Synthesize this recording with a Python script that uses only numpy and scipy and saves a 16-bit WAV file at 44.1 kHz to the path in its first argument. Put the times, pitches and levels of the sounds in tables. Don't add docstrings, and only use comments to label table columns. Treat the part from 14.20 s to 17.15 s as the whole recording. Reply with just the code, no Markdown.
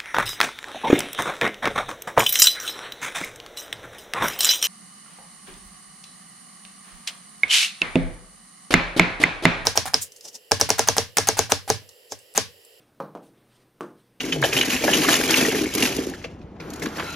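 import sys
import numpy as np
from scipy import signal
from scipy.fft import rfft, irfft
from scipy.io import wavfile
from scipy.ndimage import uniform_filter1d

SR = 44100
rng = np.random.default_rng(int(sys.argv[2]) if len(sys.argv) > 2 else 0)


def put_to_file(sound):
    columns = np.atleast_2d(sound).T
    safe = np.clip(columns, -1, 1)
    whole_steps = np.round(safe * 32767)
    wavfile.write(sys.argv[1], SR, whole_steps.astype(np.int16))


def volts_from_db(level):
    exponent = np.asarray(level, float) / 20
    return 10 ** exponent


N = 130095

# pitch_hz, level_db (per Hz)
HUM_COLOUR = [(12, -71.5), (20, -17.5), (85, 1), (133, -11), (171, -4.5), (252, -6.5), (800, -18),
              (15500, -61.5)]
HUM_DB = -42.5
# pitch_hz, level_db
MOTOR_LINES = [(164, -47), (300, -51.5)]
# pitch_hz, width_hz, level_db
GEAR_BANDS = [(1387, 130, -41), (2600, 190, -45.5), (4000, 260, -46)]
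WHINE_FROM_S, WHINE_RISE_S = 2.8, 0.06
# time_s, level_db
LID_LEVEL = [
    (2.397, -43.5),
    (2.6, -41),
    (2.75, -39),
    (2.81, -34.5),
    (2.95, -42.5),
]
# pitch_hz, level_db (per Hz)
LID_COLOUR = [(300, -3.5), (800, -2), (1400, -3.5), (2700, -13.5), (7000, -23.5), (14000, -22)]
# time_s, pitch_hz, level_db
JUDDER = [
    (.12, 169.5, -39),
    (.228, 135, -26.5),
    (.27, 123, -41),
]
# start_s, peak_db, pitch_hz
KNOCKS = [(0.161, -26.5, 646), (0.226, -21.5, 720), (0.24, -12, 670), (0.639, -14.5, 690),
          (0.681, -11, 695), (1.214, -21.5, 505), (1.786, -23, 462), (2.046, -27, 572),
          (0.844, -19.5, 1280), (0.887, -18, 800), (1.33, -21.5, 507), (2.358, -43.5, 812)]
KNOCK_T60_S, KNOCK_DB = 0.044, 8
# start_s, peak_db, pitch_hz
THUDS = [(0.326, -21, 430), (0.368, -17.5, 377), (0.484, -13.5, 258), (0.529, -17, 240), (0.55, -18.5, 253),
         (0.609, -21, 312), (0.74, -16.5, 314), (0.763, -15.5, 221), (0.784, -10, 328), (0.802, -16, 251),
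         (0.882, -9.5, 307), (0.905, -17.5, 241), (0.99, -18, 253), (1.07, -22, 364), (1.101, -11, 323),
         (1.135, -15, 259), (1.184, -16, 326), (1.224, -10.5, 235), (1.283, -11, 436), (1.345, -15.5, 440),
         (1.411, -11.5, 320), (1.447, -19.5, 292), (1.576, -20.5, 331), (1.629, -10.5, 248),
         (1.654, -17.5, 275), (1.787, -12, 276), (1.809, -19, 384), (1.869, -16, 364), (2.664, -19, 234)]
THUD_DB, THUD_T60_S, THUD_RISE_S = 1, 0.054, 0.0036
# start_s, length_s, level_db
FALLS = [(0, 0.32, -32), (0.336, 0.13, -28.5), (0.462, 0.11, -30.5), (0.611, 0.14, -25.5),
         (0.732, 0.13, -26), (0.845, .14, -27.5), (0.969, 0.23, -28), (1.173, 0.13, -24.5),
         (1.308, 0.18, -26), (1.533, 0.16, -27), (1.686, 0.12, -32), (1.789, 0.15, -33),
         (2.386, 0.3, -42.5), (2.609, 0.083, -33), (2.759, 0.096, -37)]
FALL_EDGE_S, DRUM_REST_DB = 0.019, -51.5
# pitch_hz, width_hz, level_db
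DRUM_MODES = [(258, 26, -2), (307, 32.6, -3.5), (362.6, 22.6, -6.5), (407, 66, 2), (484.5, 49, -5.5),
              (718, 210, 1), (138.7, 33.4, -11.5)]
DROPS_PER_S, DROPS_SPREAD_DB = 300, 2.5
# time_s, level_db
SWEEP = [(0, -36.5), (.2, -48), (.3, -37.5), (.38, -33.5), (.6, -35), (.8, -29), (.97, -30), (1.04, -32.5),
         (1.15, -27), (1.3, -31.5), (1.44, -36), (1.52, -40.5), (1.6, -33.5), (1.8, -41), (2.0, -56),
         (2.3, -83.5), (2.6, -58), (2.95, -44)]
RATTLE_PER_S, RATTLE_DB, RATTLE_SPREAD_DB, RATTLE_T60_S = 300, 1, 1.5, 0.014
TICKS_PER_S, TICKS_DB, TICKS_SPREAD_DB = 1000, -0.5, -5.5
# pitch_ratio, level_db, t60_s
TILE_MODES = [(0.983, 4.5, 0.027), (0.87, 8, 0.0075), (.68, 0.5, 0.0046), (1.3, -9.5, 0.011),
              (2.2, -5, 0.015)]
# start_s, peak_db, pitch_hz
TAPS = [(0.246, -11, 1790), (0.3709, -8, 2480), (0.377, -8, 2980), (0.3883, -6.5, 3180),
        (0.4124, -1.5, 2920), (0.4339, -17.5, 1640), (0.4818, -16, 2650), (0.5432, -13, 2540),
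        (0.6268, -16, 2480), (0.7013, -15, 1740), (0.7313, -9, 2850), (0.7371, -5, 2860),
        (0.7655, -14, 3080), (0.789, -23, 2490), (0.8869, -14, 1760), (0.895, -13, 3100),
        (0.9077, -14, 2830), (0.9414, -13, 1790), (0.9539, -10, 2960), (1.0118, -14, 1640),
        (1.038, -12.5, 2400), (1.1417, -0.5, 2770), (1.146, -6.5, 2350), (1.1844, -20.5, 2010),
        (1.2274, -16, 2470), (1.286, -17, 2750), (1.3494, -15, 1930), (1.3917, -16, 2400),
        (1.4593, -17, 2200), (1.5376, -20.5, 3230), (1.5824, -21, 2310), (1.5985, -21, 2900),
        (1.6256, -6, 2780), (1.6546, -7.5, 2690), (1.726, -18.5, 2600), (2.0421, -25, 2130),
        (2.8264, -19.5, 1570)]
TAP_DB, TAP_STRETCH = -7, 0.64
# start_s, peak_db
EDGE_TICKS = [(0.217, -25.5), (1.3924, -36), (1.5387, -22), (1.5504, -15.5), (1.7658, -22.5),
              (1.898, -30.5), (2.504, -33), (2.536, -30.5), (2.56, -34), (2.597, -33)]
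EDGE_TICK_T60_S = 0.032
# start_s, peak_db, pitch_hz,
# crack_db
CLACKS = [(0.1236, -13, 2960, -18.5), (0.2258, -15, 1700, -19), (0.2386, -12.5, 3100, -6.5),
          (0.3271, -16, 2590, -6.5), (0.3652, -16, 2920, -5), (0.4115, -14, 2900, -37),
          (0.5033, -19.5, 2960, -6), (0.5236, -18, 2600, -5.5), (0.5633, -19.5, 2730, -39.5),
          (0.6375, -20.5, 2390, -2.5), (0.6784, -16.5, 1750, -30), (0.7341, -11.5, 3010, -6),
          (0.8173, -19, 2810, -25), (0.844, -18.5, 2940, -46), (0.8854, -14, 1765, -1.5),
          (0.9269, -15, 2920, -1), (1.1014, -19.5, 2260, 1.5), (1.1429, -18.5, 2290, -7),
          (1.167, -26.5, 2500, 9), (1.2107, -16.5, 2700, -5), (1.2512, -17, 1900, -7),
          (1.6238, -15.5, 2890, -4), (1.6536, -22, 2500, -0.5),
          (0.0044, -20.5, 2840, -36.5), (0.9093, -17.5, 2870, 1.5), (1.5733, -26, 2423, 2),
               (1.9373, -32, 1830, -10.5), (2.0143, -41, 2070, -15.5), (2.0433, -24, 2770, -49),
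               (2.214, -48.5, 2420, -21), (2.36, -49, 1670, -33), (2.4012, -31, 2350, -42),
               (2.6207, -24, 2040, -3), (2.6579, -24, 1650, -37), (2.7594, -33.5, 1910, -2.5),
               (2.7835, -20.5, 1440, -32), (2.7963, -20.5, 1470, -39)]
# delay_s, level_db
BOUNCES = [
    (0, -4),
    (.0012, -2),
    (.0035, -9),
    (.007, -6.5),
    (0.011, -8),
]
# pitch_hz, level_db (per Hz)
CRACK_COLOUR = [(290, -16.5), (500, -6.5), (1060, -10), (2720, -10.5), (6450, -8.5), (8360, -12.5),
                (9510, -13.5), (13800, -19.5), (15500, -17)]
CRACK_T60_S, CRACK_DB, RING_DB = 0.19, 2.5, -1
LEAD_S, HUSK_DB, HUSK_T60_S = 0.009, -1, 0.058
LID_FROM_S, LID_RING_DB, LID_HUSK_DB = 2, -4, 5.5
ROOM_DB, ROOM_T60_S, ROOM_TOP_HZ = -15, 0.34, 5930
# pitch_hz, lead_rad
PORT_LEAD = [(350, 0.17), (1200, 0.97), (2000, 0.68), (3000, 0.46), (5000, 1), (8300, -3), (12000, -6.5),
             (14500, -8)]
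# pitch_hz, likeness
PORT_LIKENESS = [(300, 0.96), (1200, 0.61), (2000, 0.94), (5000, 0.2), (12000, 1)]
LEFT_DB = 0.6
# low_hz, high_hz
MID_GAPS = [(7500, 9500), (13500, 19000)]
# low_hz, high_hz
SIDE_GAPS = [(1800, 2200), (10400, 13700)]
GAP_OPEN_S = [.61, 1.05]
GAP_EDGE, GAP_OPEN_HALF_S, QUIET_DB, LOUD_DB, TOP_HZ = 0.075, 0.012, -60, -30, 16000


def evened(x):
    return x / np.sqrt(np.mean(x ** 2) + 1e-20)


def read(points, hz):
    f, value = np.transpose(points)
    return np.interp(np.log(hz + 1), np.log(f + 1), value)


def curve(rows, axis=1):
    rows = np.asarray(rows)
    return np.interp(np.arange(N) / SR, rows[:, 0], rows[:, axis])


def add(mix, s, sound):
    part = mix[round(s * SR):][:len(sound)]
    part += sound[:len(part)]


def colour(x, points):
    spectrum_db = read(points, np.fft.rfftfreq(len(x), 1 / SR))
    return irfft(rfft(x) * volts_from_db(spectrum_db), len(x))


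def impacts(per_s, spread_db):
    draw = rng.random((N, 2))
    return (draw[:, 0] < per_s / SR) * volts_from_db(-spread_db * np.log(draw[:, 1] + 0.017))


def hum():
    t = np.arange(8000) / SR
    out = volts_from_db(HUM_DB) * evened(colour(rng.standard_normal(N), HUM_COLOUR))
    for hz, db in MOTOR_LINES:
        mode = np.exp(-40 * t) * np.sin(2 * np.pi * hz * t)
        out += volts_from_db(db) * evened(signal.oaconvolve(rng.standard_normal(N), mode)[:N])
    return out


def room(x):
    t = np.arange(SR // 2) / SR
    tail = rng.standard_normal(len(t)) * volts_from_db(-60 * t / ROOM_T60_S) * (t > 0.004)
    tail = signal.lfilter(*signal.butter(1, ROOM_TOP_HZ, fs=SR), tail)
    return volts_from_db(ROOM_DB) * signal.oaconvolve(x, tail / np.linalg.norm(tail))[:N]


def whine():
    t, out = np.arange(2000) / SR, np.zeros(N)
    for hz, width, db in GEAR_BANDS:
        mode = t * np.exp(-np.pi * width * t) * np.sin(2 * np.pi * hz * t)
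        out += volts_from_db(db) * evened(signal.oaconvolve(rng.standard_normal(N), mode)[:N])
    return np.clip((np.arange(N) / SR - WHINE_FROM_S) / WHINE_RISE_S, 0, 1) * out


def lid():
    gate = np.clip((np.arange(N) / SR - LID_LEVEL[0][0]) / 0.0055, 0, 1)
    return gate * volts_from_db(curve(LID_LEVEL)) * evened(colour(rng.standard_normal(N), LID_COLOUR))


def judder():
    t = np.arange(N) / SR
    gate = np.clip(np.minimum(t - JUDDER[0][0], JUDDER[-1][0] - t) / 0.0055, 0, 1)
    tone = np.sin(2 * np.pi * np.cumsum(curve(JUDDER)) / SR)
    return np.sqrt(2) * gate * volts_from_db(curve(JUDDER, axis=2)) * tone


def knocks():
    out, t = np.zeros(N), np.arange(5000) / SR
    for s, db, hz in KNOCKS:
        modes = sum(np.sin(2 * np.pi * r * hz * t) / r ** 2 for r in (0.87, 1, 1.12, 1.27, 2.5))
        for lag, less_db in ((0, 1), (0.006, -12.5)):
            fade = volts_from_db(db + KNOCK_DB + less_db - 60 * t / KNOCK_T60_S)
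            add(out, s + lag, fade * np.minimum(t / 0.0031, 1) * modes / 2)
    return out


def thuds():
    out, t = np.zeros(N), np.arange(5000) / SR
    for s, db, hz in THUDS:
        fade = volts_from_db(db + THUD_DB - 60 * t / THUD_T60_S)
        add(out, s, fade * np.minimum(t / THUD_RISE_S, 1) * np.sin(2 * np.pi * hz * t))
    return out


def drum():
    hits, t, out = impacts(DROPS_PER_S, DROPS_SPREAD_DB), np.arange(6000) / SR, np.zeros(N)
    for hz, width, db in DRUM_MODES:
        mode = volts_from_db(db) * np.exp(-np.pi * width * t) * np.sin(2 * np.pi * hz * t)
        mode *= np.minimum(t / 0.0017, 1)
        out += signal.oaconvolve(hits * rng.standard_normal(N), mode)[:N]
    out = out / np.sqrt(uniform_filter1d(out ** 2, 3000) + 1e-9)
    t, level = np.arange(N) / SR, volts_from_db(DRUM_REST_DB)
    for s, length, db in FALLS:
        level = level + volts_from_db(db) * np.clip(np.minimum(t - s, s + length - t) / FALL_EDGE_S, 0, 1)
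    return level * out


def ring(hz, stretch, detune):
    t, modes = np.arange(2000) / SR, 0
    for (ratio, db, t60), shift in zip(TILE_MODES, detune):
        modes = modes + volts_from_db(db - 60 * t / (t60 * stretch)) * np.sin(2 * np.pi * hz * ratio * shift * t)
    return modes * np.minimum(t / 0.0005, 1)


def rattle():
    hits, out = impacts(RATTLE_PER_S, RATTLE_SPREAD_DB), np.zeros(N)
    which = rng.integers(0, 60, N)
    for k, draw in enumerate(rng.random((60, 6))):
        tile = ring(1500 + 1900 * draw[5] ** 0.76, RATTLE_T60_S / 0.012, 0.94 + 0.14 * draw)
        out += signal.oaconvolve(hits * (which == k), tile)[:N]
    t = np.arange(600) / SR
    ticks = signal.oaconvolve(impacts(TICKS_PER_S, TICKS_SPREAD_DB), volts_from_db(-60 * t / 0.033))[:N]
    ticks = evened(colour(ticks * rng.standard_normal(N), CRACK_COLOUR))
    return volts_from_db(curve(SWEEP)) * (volts_from_db(RATTLE_DB) * evened(out) + volts_from_db(TICKS_DB + 6.5) * ticks)


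def taps():
    out = np.zeros(N)
    for s, db, hz in TAPS:
        add(out, s, volts_from_db(db + TAP_DB) * ring(hz, TAP_STRETCH, np.ones(5)))
    return out


def edge_ticks():
    out, t = np.zeros(N), np.arange(4000) / SR
    for s, db in EDGE_TICKS:
        snap = np.diff(rng.standard_normal(len(t) + 2))
        snap = evened(colour(snap[1:] + snap[:-1], CRACK_COLOUR))
        add(out, s, volts_from_db(db - 60 * t / EDGE_TICK_T60_S) * snap)
    return out


def clacks():
    out, t = np.zeros(N), np.arange(4000) / SR
    for s, db, hz, crack_db in CLACKS:
        late = s > LID_FROM_S
        for (lag, less_db), u in zip(BOUNCES, rng.random((5, 6))):
            tile = ring(hz, 0.83, 0.9545 + 0.086 * u)
            add(out, s + lag * (0.7 + 0.6 * u[5]), volts_from_db(db + RING_DB + late * LID_RING_DB + less_db) * tile)
        flutter = evened(uniform_filter1d(rng.standard_normal(len(t)), size=80))
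        noise = rng.standard_normal((2, len(t))) * volts_from_db(5 * flutter)
        crack = volts_from_db(crack_db + CRACK_DB - 60 * t / CRACK_T60_S) * evened(colour(noise[0], CRACK_COLOUR))
        band = [(0.55 - 0.25 * late) * hz, (1.45 + 0.3 * late) * hz]
        husk = evened(signal.lfilter(*signal.butter(2, band, "band", fs=SR), noise[1]))
        husk = volts_from_db(HUSK_DB + late * LID_HUSK_DB - 60 * t / HUSK_T60_S) * husk
        swell = volts_from_db(db) * np.minimum(t / LEAD_S, 1) ** 2
        add(out, max(s - LEAD_S / 2, 0), swell * (crack + husk))
    return out


def scene():
    machine = whine() + lid()
    table = judder() + knocks() + thuds() + drum()
    tiles = rattle() + taps() + edge_ticks() + clacks()
    near = signal.lfilter(*signal.butter(2, 70, "high", fs=SR), machine + table + tiles)
    whole = near + room(near) + hum()
    return np.array([whole, whole])


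def gaps(hz, bands, loud):
    mask = np.ones((len(hz), len(loud)))
    pitch = hz[:, None]
    away_s = abs(np.arange(len(loud))[:, None] * 256 / SR - GAP_OPEN_S).min(1)
    shut = away_s > GAP_OPEN_HALF_S
    for low, high in bands:
        draw = np.repeat(rng.random((len(loud), 3)), 6, axis=0)[:len(loud)]
        above = pitch > low * (1 + GAP_EDGE * loud * draw[:, 0])
        below = pitch < high * (1 - GAP_EDGE * loud * (1 + draw[:, 1]) / 2)
        mask[above & below & shut] = 0
    return mask * (pitch < TOP_HZ)


def top_cut(x):
    return signal.sosfilt(signal.butter(12, 15740, fs=SR, output="sos"), x)


def record(dry):
    limited = 2 * np.tanh(dry[0] / 2)
    hz, t, z = signal.stft(limited, SR, nperseg=1024, noverlap=768)
    a, b = rng.standard_normal((len(t), len(hz), 2)).T
    scatter = uniform_filter1d(uniform_filter1d(a + 1j * b, size=3, axis=0), size=3, axis=1)
    same = np.clip(read(PORT_LIKENESS, hz), 0, 1)[:, None]
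    odd = np.sqrt((1 - same) / 2) * scatter / abs(scatter)
    even = np.sqrt((1 + same) / 2)
    turn = np.exp(0.5j * read(PORT_LEAD, hz))[:, None] * volts_from_db(LEFT_DB / 2)
    left, right = z * (even + odd) * turn, z * (even - odd) / turn
    treble_db = 10 * np.log10((abs(z[hz > 4000]) ** 2).sum(0) + 1e-20)
    loud = np.clip((treble_db - QUIET_DB) / (LOUD_DB - QUIET_DB), 0, 1)
    mid = (left + right) / 2 * gaps(hz, MID_GAPS, loud)
    side = (left - right) / 2 * gaps(hz, SIDE_GAPS, loud)
    mid = mid * volts_from_db(-9 * (1 - loud) * (hz[:, None] > 9000))
    ports = signal.istft(np.array([mid + side, mid - side]), SR, nperseg=1024, noverlap=768)[1][:, :N]
    return top_cut(ports)


dry = scene()
out = record(dry)
put_to_file(out)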